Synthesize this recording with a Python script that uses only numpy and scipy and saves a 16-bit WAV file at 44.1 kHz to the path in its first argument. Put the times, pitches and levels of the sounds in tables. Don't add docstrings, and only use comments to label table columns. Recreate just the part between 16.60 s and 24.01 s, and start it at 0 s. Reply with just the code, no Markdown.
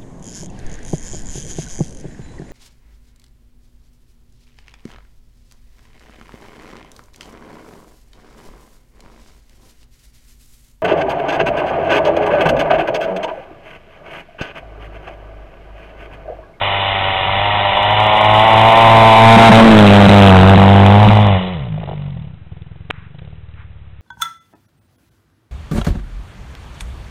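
import sys
import numpy as np
from scipy import signal
from scipy.io import wavfile
from scipy.ndimage import uniform_filter1d

SR = 44100
rng = np.random.default_rng(int(sys.argv[2]) if len(sys.argv) > 2 else 0)


def store_wav(level_fs):
    pcm = np.round(np.clip(np.atleast_2d(level_fs), -1, 1) * 32767)
    wavfile.write(sys.argv[1], SR, pcm.T.astype(np.int16))


def to_linear_factor(level_db):
    exponent = np.asarray(level_db, float) / 20
    return 10 ** exponent


N = 326781

# start_s, firings_per_s
SPEED = [(0, 99.7), (.6, 95.2), (1.15, 100), (1.37, 106.3), (1.66, 106.3), (2.1, 112.5), (3.06, 113.2),
         (3.27, 101), (4.27, 98.8), (4.45, 106.2), (4.62, 105), (4.9, 91.5), (5.12, 51.3), (5.5, 48),
         (5.85, 19.5), (6.55, 24.5), (6.7, 39.3), (7.41, 33.5)]
# centre_s, half_length_s, firings_per_s
SLIPS = [(.89, .13, 5), (1.86, .05, 2.4), (2.22, .05, 1.5), (2.53, .08, -1.7), (2.8, .08, 1),
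         (2.95, .03, -1.1), (3.5, .07, 1), (3.77, .11, -7), (4.0, .1, -2.3), (4.77, .07, -5),
         (4.93, .03, 3), (5.04, .06, -3.5)]
# start_s, length_s, pipe_cough_db
CUTS = [
    (2.755, .022, 2.5),
    (2.889, .022, 11.5),
    (3.463, .022, 5),
    (3.946, .02, 6),
    (4.471, .022, 16),
]
# start_s, level_db
CLOSENESS = [(0, -22), (.65, -20), (1.3, -14), (2.3, -1.5), (2.6, 1.5), (2.82, 14.5), (3.15, 24.5),
             (3.5, 17.5), (3.75, 0), (4.1, -6), (4.45, -6), (4.72, -14), (7.41, -16.5)]
# start_s, level_db
EFFORT = [(0, 1.5), (4.74, -3), (4.84, -8.5), (5.12, -23), (5.3, -21.5), (5.66, -31), (5.83, -49),
          (5.91, -34.5), (6.45, -42), (6.62, -30.5), (6.75, -36.5), (7.41, -39.5)]
# level_db, closeness_share, effort_share
PARTS = [
    (-10, 0.88, 0.26),
    (-16.5, 1.202, 0.62),
    (1.2, 1.1, 1.02),
    (-11, 0.44, 1.127),
    (-21, 1.29, 0.95),
    (-34.5, 1.49, 0.83),
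]
# from_behind_db, throttle_shut_db, turned_across_db
BEARING_GAIN = [
    (12, -14, 0),
    (18.5, 1.9, -13),
    (0, -3, -3.5),
    (-3, 0.2, -13),
    (9, -22, -1),
    (18, 7.5, -1.5),
]
# centre_s, level_db
BOOM_DIPS = [(.61, -5), (1.159, -16.5), (1.561, -12.5), (1.88, -7.5), (2.158, -12), (2.548, -9),
             (2.83, -6.5), (3.06, -23.5), (4.031, -4), (4.841, -4.5), (5.12, -14), (5.83, -1), (6.55, -10)]
# centre_s, half_length_s, level_db
PIPE_SWELLS = [(3.05, 0.079, 5), (4.88, .08, -3.5), (5.15, 0.1, 7), (5.28, 0.065, -5), (5.52, 0.21, 6),
               (5.83, 0.071, -1), (7.25, 0.25, 8)]
# start_s, start_hz, end_hz, length_s, roughness_0_to_1
BARK = [(0, 466, 1340, 0.0067, 0.09), (1.2, 490, 1305, 0.0054, 0.54), (2.3, 507.4, 1207, 0.0062, 0.54),
        (2.9, 554, 1022, 0.0063, 0.42), (3.1, 290.5, 827, 0.0055, 0.71), (3.6, 334, 932, .0053, 0.6),
        (4.45, 491, 1110, 0.0051, 0.63), (4.7, 432, 1050, .0047, 0.63), (4.85, 273, 1010, 0.01, 0.54),
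        (5.15, 284, 990, 0.0068, 0.77), (5.7, 305, 1026, 0.013, 0.6), (5.9, 310, 533, 0.0072, 0.3),
        (7.41, 330, 565, 0.0021, 0.6)]
# low_hz, high_hz
FRONT_HZ = [527.8, 1092]
# centre_hz, width_hz, level_db
RASP = [(1140, 1280, 9.5), (1895, 440, 10), (2217, 765, 6), (2829, 285, 12.5), (3448, 163, 11)]
# low_hz, high_hz
SPIT_HZ = [2100, 3960]
# start_s, lag_s, level_db
ECHO = [(0, 0.0053, -17.5), (1.2, 0.0052, -5), (2.2, .0043, -17), (2.9, 0.0046, -11), (3.3, 0.002, -40),
        (4.7, .003, -41), (5.0, 0.0066, -7), (7.41, 0.011, 1)]
# start_s, peak_db
CRACKS = [(5.177, -27), (5.213, -29), (5.232, -23), (5.275, -26), (5.289, -21), (5.312, -22),
          (5.331, -24.5), (5.371, -48), (5.864, -49), (5.918, -44), (5.966, -45), (6.015, -58),
          (6.064, -48), (6.112, -49), (6.157, -45), (6.204, -51), (6.545, -42), (6.616, -43), (6.673, -42),
          (6.727, -45)]
# start_s, peak_db, ring_hz
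CLICKS = [
    (6.3006, -14, 517),
    (6.3042, -4.5, 2550),
    (6.3083, 2.5, 2000),
    (6.59, -26, 3300),
    (6.593, -25, 2000),
    (6.889, -32.5, 3260),
]
# centre_s, half_length_s, level_db
RUSTLES = [
    (6.369, 0.052, -46),
    (6.455, 0.035, -50),
    (7.001, 0.045, -47),
]
# start_s, level_db
WIND = [(0, -39), (.7, -30.5), (1.5, -34.5), (2.4, -25), (3.3, -36.5), (4.3, -37), (4.6, -40.5),
        (7.41, -53.5)]
# centre_s, half_length_s, lag_s
PORT_LAG = [(3.4, 0.31, 0.001), (4.2, .4, 0.00016)]

PASS_S, SHUT_S, TURN_S, IDLE_S = 2.743, 4.79, 6.8, 5.75
SHUT_BLEND_S, TURN_BLEND_S, DIP_HALF_S = 0.0091, 0.02, 0.062
BOOM_PER_REV, BOOM_REST_HZ, BOOM_TURNED = 0.96, 99.4, 0.87
PIPE_PER_REV, PIPE_REST_HZ = 1.97, 145.3
THROB_PER_REV, THROB_S = 3.1, 0.0073
BARK_LAG_CYCLES = .3
REAR_JITTER_CYCLES, REAR_LIMP_DB = .012, 1.8
CUT_BARK_DB, OVERRUN_CUT_HZ = -10.5, 305
IDLE_CUT_HZ, IDLE_RING = 203, 0.99
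SPIT_HALF_S, SPIT_SPREAD_DB = .0008, 5
AIR_DB = -55.5
PORT_CEILING, BAND_EDGE_HZ = 0.72, 3937


def exhaust():
    per_s = in_time(SPEED)[0] + bumps(SLIPS)
    rough = in_time(BARK)[3]
    boom_db, pipe_db, bark_db, rasp_db, throb_db, spit_db = levels()
    boom_db = boom_db + bumps([(s, DIP_HALF_S, db) for s, db in BOOM_DIPS])
    pipe_db = pipe_db + bumps(PIPE_SWELLS)

    boom, pipe, bark, gate, throb, spit = pulse_trains(per_s)
    white = rng.standard_normal((3, N))
    gate = .5 + even(gate)
    bark = even(bark) + rough ** 2 * even(gate * band(white[0], 520, 1150))
    bark = radiated(bark)
    spit = spit / np.sqrt(np.mean(spit ** 2)) * even(band(white[2], *SPIT_HZ))
    rasp = sum(to_linear_factor(db) * band(white[1], hz - wide / 2, hz + wide / 2) for hz, wide, db in RASP)
    boom = even(boom) + .16 * rough * even(band(white[2], 45, 140))
    pipe = even(pipe) + 0.14 * rough * even(band(white[2], 110, 150))

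    out = silenced(to_linear_factor(boom_db) * boom + to_linear_factor(pipe_db) * pipe)
    out = out + to_linear_factor(throb_db) * even(throb) + to_linear_factor(spit_db) * spit
    out = out + to_linear_factor(bark_db) * even(echoed(bark))
    return out + to_linear_factor(rasp_db) * even(echoed(gate * rasp))


def pulse_trains(per_s):
    boom_hz = np.maximum(BOOM_PER_REV * per_s, BOOM_REST_HZ) * BOOM_TURNED ** blend(TURN_S, TURN_BLEND_S)
    pipe_hz = np.maximum(PIPE_PER_REV * per_s, PIPE_REST_HZ)
    start_hz, end_hz, length_s, rough = in_time(BARK)
    wander = even(band(rng.standard_normal(N), 10, 25))
    at = firings(per_s * (1 + .005 * wander))
    idle = blend(IDLE_S, .05)
    rear = blend(PASS_S + .3, 0.12) - blend(SHUT_S, SHUT_BLEND_S)
    chance = rng.standard_normal((len(at), 7))
    boom, pipe, bark, gate, throb, spit = trains = np.zeros((6, N))
    for k, (i, c) in enumerate(zip(at, chance)):
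        cut_db = [db for s, length, db in CUTS if s <= i / SR < s + length]
        turn = (-1) ** k
        strength = to_linear_factor(rough[i] * c[0] + 0.48 * turn)
        lag_cycles = BARK_LAG_CYCLES * min(per_s[i] / 100, 1) ** 3
        lag_cycles += (.014 + REAR_JITTER_CYCLES * rear[i]) * rough[i] * c[1]
        late = i + int(lag_cycles * SR / per_s[i])
        pitch = 1 + 0.03 * rough[i] * c[2:4]

        thump = sweep(boom_hz[i], boom_hz[i], .012, 0.017 * IDLE_RING ** idle[i], 0.003)
        add(boom, i, strength * to_linear_factor(3.4 * turn) * thump)

        ring_hz = pipe_hz[i] * (.8 if cut_db else 1)
        add(pipe, i, strength * to_linear_factor(sum(cut_db)) * sweep(ring_hz, pipe_hz[i] * .92, 0.015, 0.018, 0.0018))

        throb_hz = THROB_PER_REV * per_s[i]
        add(throb, i, strength * sweep(throb_hz, throb_hz, THROB_S, THROB_S, .002))

        flame = np.exp(-((np.arange(600) / SR - .9 * length_s[i]) / SPIT_HALF_S) ** 2)
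        add(spit, late, to_linear_factor(SPIT_SPREAD_DB * min(c[6], 2)) * flame)

        chirp_db = CUT_BARK_DB * len(cut_db) + REAR_LIMP_DB * rear[i] * turn + 3.85 * rough[i] * c[4]
        chirp = sweep(start_hz[i] * pitch[0], end_hz[i] * pitch[1], length_s[i], length_s[i], 0.00022)
        add(bark, late, strength * to_linear_factor(chirp_db) * chirp)

        puff = np.exp(-((np.arange(900) / SR / length_s[i] - .7) / 0.84) ** 2)
        add(gate, late, strength * to_linear_factor(0.43 * rough[i] * c[5]) * puff)
    return trains


def firings(per_s):
    turns = np.cumsum(per_s) / SR
    at = (np.array(CRACKS)[:, 0] * SR).astype(int)
    turns += np.interp(np.arange(N), at, np.round(turns[at]) - turns[at])
    return np.flatnonzero(np.diff(np.floor(turns)) > 0)


def radiated(bark):
    behind = blend(PASS_S, 0.066)
    forward = signal.sosfilt(signal.cheby1(3, 2.5, FRONT_HZ, "band", fs=SR, output="sos"), bark)
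    ahead = forward + 0.26 * bark + 0.64 * band(bark, 839, 1170)
    bark = (1 - behind) * ahead + behind * bark
    shut = blend(SHUT_S, SHUT_BLEND_S)
    overrun = signal.sosfilt(signal.butter(6, OVERRUN_CUT_HZ, "high", fs=SR, output="sos"), bark)
    return (1 - shut) * bark + shut * overrun


def silenced(lows):
    lows = signal.sosfiltfilt(signal.butter(8, 238, fs=SR, output="sos"), lows)
    dull = signal.sosfiltfilt(signal.butter(6, IDLE_CUT_HZ, fs=SR, output="sos"), lows)
    idle = blend(IDLE_S, .05)
    return (1 - idle) * lows + idle * dull


def echoed(x):
    lag_s, db = in_time(ECHO)
    return x + to_linear_factor(db) * np.interp(np.arange(N) - lag_s * SR, np.arange(N), x)


def levels():
    (near_db,), (effort_db,) = in_time(CLOSENESS), in_time(EFFORT)
    turns = blend(PASS_S, 0.13), blend(SHUT_S, SHUT_BLEND_S), blend(TURN_S, TURN_BLEND_S)
    return [db + near * near_db + work * effort_db + sum(g * t for g, t in zip(gains_db, turns))
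            for (db, near, work), gains_db in zip(PARTS, BEARING_GAIN)]


def cracks():
    out = np.zeros(N)
    for s, db in CRACKS:
        add(out, int(s * SR), to_linear_factor(db + 1.0) * sweep(870, 299, 0.01, 0.01, 0.000145))
    return signal.sosfilt(signal.butter(4, 280, "high", fs=SR, output="sos"), out + 1e-18)


def housing():
    out, t = np.zeros(N), np.arange(400) / SR
    for s, db, hz in CLICKS:
        cycles = t * hz - .6
        snap = np.exp(-(cycles / .55) ** 2) * np.cos(2 * np.pi * cycles)
        ring = np.exp(-t / 0.0008) * np.sin(2 * np.pi * 1.1 * hz * t)
        add(out, int(s * SR), to_linear_factor(db) * (snap + 0.56 * ring))
    return out


def rustles():
    swell = bumps([(s, half_s, to_linear_factor(db)) for s, half_s, db in RUSTLES])
    return swell * even(band(rng.standard_normal(N), 940, 2230))


def field():
    air, wind = rng.standard_normal((2, N))
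    hiss = even(band(band(air, 290, 3200), 270, 3500))
    return to_linear_factor(AIR_DB) * hiss + to_linear_factor(in_time(WIND)[0]) * even(band(wind, 3.3, 140))


def in_time(rows):
    s, *columns = np.transpose(rows)
    return [np.interp(np.arange(N) / SR, s, c) for c in columns]


def blend(s, over_s):
    return 1 / (1 + np.exp(np.clip((s - np.arange(N) / SR) / over_s, -50, 50)))


def bumps(rows):
    return sum(high * np.exp(-((np.arange(N) / SR - s) / half_s) ** 2) for s, half_s, high in rows)


def band(x, low_hz, high_hz):
    return signal.sosfilt(signal.butter(2, [low_hz, high_hz], "band", fs=SR, output="sos"), x)


def even(x):
    power = uniform_filter1d(uniform_filter1d(x ** 2, size=4400), size=4400)
    return x / np.sqrt(power + 1e-12)


def add(out, at, burst):
    out[at:at + len(burst)] += burst[:max(len(out) - at, 0)]


def sweep(start_hz, end_hz, length_s, decay_s, rise_s):
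    t = np.arange(int(3 * length_s * SR)) / SR
    hz = start_hz + (end_hz - start_hz) * np.minimum(t / length_s, 1)
    envelope = (1 - np.exp(-(t / rise_s) ** 2)) * np.exp(-(t / decay_s) ** 3)
    return np.sin(2 * np.pi * np.cumsum(hz) / SR) * envelope


def scene():
    return (exhaust() + cracks() + housing() + rustles() + field())[None]


def ports(dry):
    low = signal.sosfiltfilt(signal.butter(2, 260, fs=SR, output="sos"), dry[0])
    late = np.interp(np.arange(N) - SR * bumps(PORT_LAG), np.arange(N), low)
    first = np.clip(dry, -PORT_CEILING, PORT_CEILING)
    second = np.clip(dry + late - low, -PORT_CEILING, PORT_CEILING)
    return (first + second) / 2


def low_pass(x):
    return signal.sosfilt(signal.butter(12, 16070, fs=SR, output="sos"), x)


def record(dry):
    clipped = ports(dry)
    narrow = signal.sosfiltfilt(signal.cheby1(9, .3, BAND_EDGE_HZ, fs=SR, output="sos"), clipped)
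    narrow = narrow - narrow.mean()
    mix = np.clip(narrow, -.7, .7)
    return low_pass(mix)


dry = scene()
out = record(dry)
store_wav(out)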